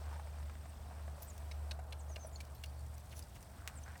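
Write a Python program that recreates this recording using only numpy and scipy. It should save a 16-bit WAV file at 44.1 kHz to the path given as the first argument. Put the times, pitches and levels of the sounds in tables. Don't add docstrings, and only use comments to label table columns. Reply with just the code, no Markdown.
import sys
import numpy as np
from scipy import signal
from scipy.fft import rfft, irfft
from scipy.io import wavfile
from scipy.ndimage import uniform_filter1d

SR = 44100
rng = np.random.default_rng(int(sys.argv[2]) if len(sys.argv) > 2 else 0)


def unload_audio(sound):
    columns = np.transpose(np.atleast_2d(sound))
    steps = np.round(np.clip(columns, -1, 1) * 32767)
    wavfile.write(sys.argv[1], SR, steps.astype(np.int16))


N = 176400

# frequency in Hz, gain in dB.
GRIT_SPECTRUM = [(300, -6), (800, 2.5), (1500, 0.5), (2200, -4), (4000, -15), (8000, -17.5), (16000, -62)]
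TACK_SPECTRUM = [(1500, -10), (3500, -8), (6000, -1), (9000, -8), (11500, -9.5), (14000, -8.5), (17000, -7)]


def amp(db):
    return 10 ** (np.asarray(db) / 20)


def unit(x):
    return x / np.sqrt(np.mean(x ** 2) + 1e-20)


def curve(points):
    return np.interp(np.arange(N) / SR, *np.transpose(points))


def clock(length_s):
    return np.arange(int(length_s * SR)) / SR


def add(mix, start_s, sound):
    part = mix[max(round(start_s * SR), 0):][:len(sound)]
    part += sound[:len(part)]


def colour(x, spectrum, size=8192):
    hz, db = np.transpose(spectrum)
    bins_hz = abs(np.fft.fftfreq(size, 1 / SR))
    log_gain = np.log(amp(np.interp(np.log(bins_hz + 1), np.log(hz), db)))
    taps = np.fft.ifft(np.exp(np.conj(signal.hilbert(log_gain)))).real
    if np.sum(taps[size // 2:] ** 2) > np.sum(taps[1:size // 2] ** 2):
        taps = np.roll(taps[::-1], 1)
    taps = taps[:size // 2]
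    return signal.fftconvolve(x, taps / np.linalg.norm(taps))[:len(x)]


def resonate(x, hz, width_hz):
    pole = np.exp((-np.pi * width_hz + 2j * np.pi * hz) / SR)
    return signal.lfilter([1], [1, -pole], x).real


def drift(rate_hz):
    lowpass = np.exp(-(np.fft.rfftfreq(N, 1 / SR) / rate_hz) ** 2)
    return unit(irfft(rfft(rng.standard_normal(N)) * lowpass, N))


def grains(t, per_s, spread_db=3):
    n = len(t)
    hits = (rng.random(n) < per_s / SR) * rng.choice([-1, 1], n)
    return unit(hits * amp(spread_db * np.minimum(rng.exponential(1, n), 3)))


def patchy(x, depth_db=2.2):
    frames = signal.stft(x, nperseg=256, noverlap=192)[2]
    patches = uniform_filter1d(rng.standard_normal(frames.shape), size=6, axis=0)
    patches = unit(uniform_filter1d(patches, size=5, axis=1))
    return unit(signal.istft(frames * amp(depth_db * patches), nperseg=256, noverlap=192)[1][:N])


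def engine():
    # time in seconds, pitch in Hz.
    pitch_hz = [(0, 74.2), (1.6, 73.6), (2.6, 73.4), (3.5, 74.1)]
    # harmonic number, level in dB.
    harmonics = [(1, 0), (2, -26.5), (3, -35.5)]
    # time in seconds, level in dB.
    drone_db = [(0, -49), (.12, -45), (.23, -45.5), (.45, -45.5), (.57, -51.5), (.67, -48.5), (.96, -49.5),
                (1.08, -43.5), (1.2, -51), (1.36, -50.5), (1.47, -45), (1.73, -44), (1.85, -48),
                (2.1, -46.5), (2.27, -52), (2.36, -48), (2.58, -53), (2.67, -47), (2.95, -48), (3.02, -57),
                (3.22, -51.5), (3.3, -65), (3.44, -66), (3.5, -52.5), (3.7, -54), (3.86, -50.5), (4, -58)]
    low_hum_db = [(0, -71), (2.4, -64.5), (2.8, -59), (3.2, -63), (3.55, -80), (3.8, -63), (4, -62.5)]
    high_hum_db = [(0, -71.5), (1.8, -70), (2.4, -86), (4, -84)]
    wander_hz, hum_wander_hz, flutter_db = .25, 2.58, 1.1
    cycles = np.cumsum(curve(pitch_hz) + wander_hz * drift(9.4)) / SR
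    drone = sum(amp(db) * np.sin(2 * np.pi * k * cycles) for k, db in harmonics)
    hums = np.zeros(N)
    for hz, hum_db in [(120, low_hum_db), (154.1, high_hum_db)]:
        hum = np.sin(2 * np.pi * np.cumsum(hz + hum_wander_hz * drift(7.87)) / SR)
        hums += unit(hum) * amp(curve(hum_db))
    return unit(drone) * amp(curve(drone_db) + flutter_db * drift(12)) + hums


def air():
    # frequency in Hz, gain in dB.
    rumble_spectrum = [(15, -20.5), (30, -32), (38, -15.5), (50, 0), (65, -0.5), (95, 0), (130, -9.5),
                       (200, -13.5), (330, -22), (600, -47)]
    wind_spectrum = [(150, -22), (400, -7), (520, -3.5), (660, 1), (850, -3), (1150, -7.5), (1600, -12.5),
                     (2400, -39.5), (5000, -42.5)]
    hiss_spectrum = [(1060, -6.5), (1800, -0.5), (2170, -3.5), (2340, -3.5), (2550, -5.5), (3220, -6.5),
                     (3510, -6.5), (4080, -7.5), (5450, -7), (6710, -12), (8560, -4), (10700, -17.5),
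                     (12100, -16.5), (13900, -11.5), (17000, -17)]
    sizzle_spectrum = [(6000, -27), (10200, 1), (12000, -0.5), (14000, -1), (17000, -7)]
    # time in seconds, level in dB.
    wind_db = [(0, -59.5), (.5, -63.5), (1, -61), (1.35, -61), (1.8, -59.5), (2.3, -61.5), (2.8, -63.5),
               (3.4, -64), (3.75, -63), (4, -63.5)]
    hiss_db = [(0, -64.5), (.8, -66.5), (1.15, -66), (1.3, -65), (1.68, -66), (1.8, -71.5), (2.1, -68),
               (2.45, -68.5), (4, -66.5)]
    sizzle_db = [(0, -93), (1.1, -92), (1.2, -76), (2, -78.5), (3, -75.5), (4, -81.5)]
    low, mid, high, top = rng.standard_normal((4, N))
    highpass = signal.butter(2, 1300, "high", fs=SR, output="sos")
    hiss = unit(signal.sosfilt(highpass, colour(patchy(high), hiss_spectrum)))
    rumble = colour(low, rumble_spectrum) * amp(-57 + 1.2 * drift(2.3))
    wind = colour(mid, wind_spectrum) * amp(curve(wind_db) + .5 * drift(21))
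    hiss *= amp(curve(hiss_db) + .5 * drift(60))
    sizzle = colour(patchy(top), sizzle_spectrum) * amp(curve(sizzle_db))
    return rumble + wind + hiss + sizzle


def crinkle():
    # frequency in Hz, gain in dB.
    spectrum = [(2000, -24), (8500, 0.5), (16000, -19)]
    # time in seconds, level in dB.
    level_db = [(0, -86), (1.2, -80), (2.6, -75), (4, -73.5)]
    t, t60_s = clock(.02), .022
    hits = abs(grains(clock(N / SR), per_s=85))
    bursts = signal.fftconvolve(hits, amp(-60 * t / t60_s))[:N]
    return colour(unit(bursts * rng.standard_normal(N)), spectrum) * amp(curve(level_db))


def hoof_scuffs():
    # start in seconds, length in seconds, level in dB, crunch centre in Hz.
    drags = [(.03, 0.15, -58.5, 900), (0.329, 0.12, -63, 820), (0.861, 0.2, -66.5, 950),
             (3.53, 0.3, -64, 1430), (3.85, 0.13, -60, 1600)]
    out = np.zeros(N)
    for start_s, length_s, db, hz in drags:
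        t = clock(length_s)
        sand = colour(grains(t, per_s=400) * np.sqrt(np.sin(np.pi * t / length_s)), GRIT_SPECTRUM)
        crunch = unit(resonate(sand, hz, width_hz=750))
        add(out, start_s, amp(db) * unit(sand + crunch) * np.sqrt(2 / np.pi))
    return out


def hoof_knocks():
    # start in seconds, level in dB, pitch in Hz, relative grit level in dB.
    steps = [(.058, -49, 910, -4.5), (0.127, -44.5, 940, -22), (0.161, -44, 910, -8),
             (.195, -41.5, 830, -8), (0.271, -55.5, 865, 2.5), (0.496, -52, 1240, 3.5), (.552, -56, 980, 3),
             (.655, -50, 726, -1), (.909, -47, 744, -5), (1.078, -43.5, 676, -8), (1.178, -49, 580, -5),
             (1.716, -47, 625, -7), (1.790, -42, 746, -4), (2.099, -44, 627, -10), (2.165, -42, 630, -9),
             (2.247, -39.5, 640, -15), (3.862, -54, 1515, 0), (3.877, -53, 1650, 1), (3.955, -52, 1900, -4)]
    rise_s, knock_t60_s, grit_t60_s, rough_rad = .0019, .043, .034, .35
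    out, t = np.zeros(N), clock(.08)
    for start_s, db, hz, grit_db in steps:
        knock = np.sin(2 * np.pi * hz * t + rough_rad * drift(130)[:len(t)]) * amp(-60 * t / knock_t60_s)
        grit = colour(grains(t, per_s=4000), GRIT_SPECTRUM) * amp(grit_db - 60 * t / grit_t60_s)
        add(out, start_s, amp(db) * np.minimum(t / rise_s, 1) * (knock + grit))
    return out


def tack_clinks():
    # start in seconds, level in dB, pitch in Hz, T60 in seconds.
    strikes = [(.692, -59, 8500, 0.074), (1.221, -44, 10100, 0.025), (1.223, -50, 14000, .05),
               (1.23, -43, 13540, 0.029), (1.247, -51, 13900, .035), (2.268, -51.5, 9870, 0.063),
               (2.269, -56, 15800, .05), (2.359, -42.5, 4350, 0.024), (2.548, -53, 13900, .04),
               (2.639, -47, 15200, .016), (2.98, -56, 13100, 0.022), (2.98, -59, 5960, .03),
               (3.168, -56, 5960, .04), (3.191, -45.5, 10030, 0.033), (3.224, -49, 4900, 0.025),
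               (3.837, -49.5, 6130, 0.021)]
    rise_s, split_hz, upper_db = .00089, 110, -18
    out, t = np.zeros(N), clock(.094)
    for start_s, db, hz, t60_s in strikes:
        upper = amp(upper_db) * np.sin(2 * np.pi * ((hz + split_hz) * t + rng.random()))
        pair = np.sin(2 * np.pi * hz * t) + upper
        rattle = 1 + .5 * drift(460)[:len(t)]
        add(out, start_s, pair * rattle * np.minimum(t / rise_s, 1) * amp(db - 60 * t / t60_s))
    return out


def strap_slides():
    # start in seconds, length in seconds, level in dB, relative ringing level in dB.
    slides = [(1.168, 0.13, -67, -23), (3.102, 0.042, -64, -11), (3.141, 0.073, -59, -6.5),
              (3.34, 0.046, -63.5, -18)]
    out = np.zeros(N)
    for start_s, length_s, db, ring_db in slides:
        t = clock(length_s)
        rub = grains(t, per_s=3000) * np.sin(np.pi * t / length_s)
        ring = amp(ring_db) * unit(resonate(rub, hz=10100, width_hz=140))
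        add(out, start_s, amp(db) * (unit(colour(rub, TACK_SPECTRUM)) + ring) / np.sqrt(2))
    return out


def tack_ticks():
    # start in seconds, level in dB.
    ticks = [(1.222, -53), (1.2293, -51.5), (1.379, -54), (2.411, -53), (2.451, -57), (2.549, -59),
             (2.659, -53.5), (2.98, -56.5), (3.192, -47.5), (3.225, -55), (3.427, -54), (3.978, -58.5)]
    out, t, t60_s = np.zeros(N), clock(.094), .031
    for start_s, db in ticks:
        add(out, start_s, colour(grains(t, per_s=6000) * amp(db - 60 * t / t60_s), TACK_SPECTRUM))
    return out


def bird():
    # start in seconds, length in seconds, level in dB, top and end pitch in Hz, share rising.
    chirps = [(1.271, 0.046, -55.5, 8300, 6360, 0.19), (1.983, 0.038, -57, 8930, 6050, 0.069),
              (2.086, 0.063, -58.5, 6670, 5700, 0.15), (2.185, 0.089, -59, 6400, 5700, 0.2),
              (2.326, 0.053, -60.5, 7300, 6100, .35), (3.753, 0.042, -57, 8900, 7050, 0.05)]
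    start_ratio, waver, rough_rad, flicker_db = .86, .008, .22, 3
    out = np.zeros(N)
    for start_s, length_s, db, top_hz, end_hz, rise in chirps:
        u = clock(length_s) / length_s
        rise_left = np.maximum(1 - u / rise, 0)
        fall = np.maximum(u - rise, 0) / (1 - rise)
        hz = top_hz * (1 - (1 - start_ratio) * rise_left ** 2)
        hz += (end_hz - top_hz) * (fall + np.sin(np.pi * fall / 2) ** 2) / 2
        hz *= 1 + waver * drift(300)[:len(u)]
        whistle = np.sin(2 * np.pi * np.cumsum(hz) / SR + rough_rad * drift(1100)[:len(u)])
        envelope = amp(db + flicker_db * drift(80)[:len(u)]) * np.sin(np.pi * u) ** .59
        add(out, start_s, envelope * whistle)
    return out


def smacks():
    # start in seconds, level in dB, low resonance in Hz, middle resonance in Hz and relative dB,
    # high resonance in Hz and relative dB, relative crackle level in dB.
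    clucks = [(1.513, -51, 2190, 3870, 0, 5150, -4, -6), (1.71, -44, 2270, 3810, 10, 4330, 9, -4.5),
              (1.9238, -49, 2660, 3420, -1, 4180, 3, -1), (2.158, -48.5, 2774, 4210, -10, 4930, -17, -4),
              (2.403, -50.5, 2310, 4250, -8, 6310, -12, 6), (2.6359, -47, 2805, 3400, -18, 4840, -17, 1.5)]
    # frequency in Hz, gain in dB.
    body_spectrum = [(900, -28), (1600, 4), (2200, -1.5), (3200, -4), (5300, 0.5), (6500, -3), (9000, -27)]
    crackle_spectrum = [(600, -21), (1400, -21), (2200, 11.5), (5200, -5.5), (6800, -1), (9500, 0.5),
                        (13000, -8), (16000, -27)]
    rise_s, hold_s, t60_s, rough_rad, body_db = .00088, .008, .018, .5, -3
    out, t = np.zeros(N), clock(.03)
    envelope = np.minimum(t / rise_s, 1) * amp(-60 * np.maximum(t - hold_s, 0) / t60_s)
    for start_s, db, low_hz, mid_hz, mid_db, high_hz, high_db, crackle_db in clucks:
        pops = envelope * grains(t, per_s=3000)
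        low, mid, high = (unit(envelope * np.sin(2 * np.pi * hz * t + rough_rad * drift(460)[:len(t)]))
                          for hz in (low_hz, mid_hz, high_hz))
        cavity = unit(low + amp(mid_db) * mid + amp(high_db) * high)
        body = amp(body_db) * unit(colour(pops, body_spectrum))
        crackle = amp(crackle_db) * unit(colour(pops, crackle_spectrum))
        add(out, start_s, amp(db) * unit(cavity + body + crackle) * np.sqrt(np.mean(envelope ** 2)))
    return out


def far_bird():
    # start in seconds, length in seconds, level in dB, starting pitch in Hz.
    notes = [(2.55, .05, -73, 3980), (2.655, .05, -71.5, 4330), (2.76, .06, -73, 4180)]
    rise_hz_per_s, split_hz, rough_rad = 4500, 320, .55
    out = np.zeros(N)
    for start_s, length_s, db, hz in notes:
        t = clock(length_s)
        phases = (2 * np.pi * np.cumsum(f + rise_hz_per_s * t) / SR for f in (hz, hz + split_hz))
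        pair = sum(np.sin(phase + rough_rad * drift(200)[:len(t)]) for phase in phases)
        add(out, start_s, amp(db) * np.sqrt(np.sin(np.pi * t / length_s)) * pair)
    return out


def rein_swishes():
    # start in seconds, length in seconds, level in dB, start and end centre in Hz.
    strokes = [(3.108, .036, -58, 4800, 1673), (3.347, .035, -61, 2820, 1680)]
    out, width_hz = np.zeros(N), 1400
    for start_s, length_s, db, start_hz, end_hz in strokes:
        u = clock(length_s) / length_s
        sweep = np.sin(2 * np.pi * np.cumsum(start_hz * (end_hz / start_hz) ** u) / SR)
        add(out, start_s, amp(db) * np.sqrt(np.sin(np.pi * u)) * sweep * drift(width_hz)[:len(u)])
    return out


def strap_snap():
    # start in seconds, peak in dB.
    slaps = [(3.6765, -20), (3.6797, -32), (3.6812, -31), (3.6836, -36)]
    # frequency in Hz, gain in dB.
    spectrum = [(200, -15), (700, -11), (1300, -6), (2400, 1), (3600, -8), (5500, -7), (8000, -9),
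                (11000, -16), (16000, -14.5)]
    rustle_db, rustle_t60_s = -51, .099
    out, t = np.zeros(N), clock(.08)
    crack = colour(1. * (t == 0), spectrum)
    for start_s, db in slaps:
        add(out, start_s, -amp(db) * crack / abs(crack).max())
    rustle = grains(t, per_s=5000) * amp(rustle_db - 60 * t / rustle_t60_s)
    add(out, slaps[0][0], colour(rustle, spectrum))
    return out


def tree_echo(x, t60_s):
    t = clock(.5)
    tail = rng.standard_normal(len(t)) * amp(-60 * t / t60_s)
    return signal.fftconvolve(x, tail / np.linalg.norm(tail))[:N]


def scene():
    hooves = hoof_knocks() + hoof_scuffs()
    rider = smacks()
    tack = tack_clinks() + tack_ticks() + strap_slides()
    near = hooves + rider + tack + crinkle() + rein_swishes() + strap_snap()
    birds = bird() + far_bird()
    echo = tree_echo(amp(-15.5) * near + amp(-13) * birds, t60_s=.1)
    return (near + birds + echo + engine() + air())[None]


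def record(dry):
    cutoff_hz = 17050
    lowpass = signal.firwin(511, cutoff_hz, window=("kaiser", 9), fs=SR)
    return signal.oaconvolve(dry, lowpass[None], "same")


dry = scene()
out = record(dry)
unload_audio(out)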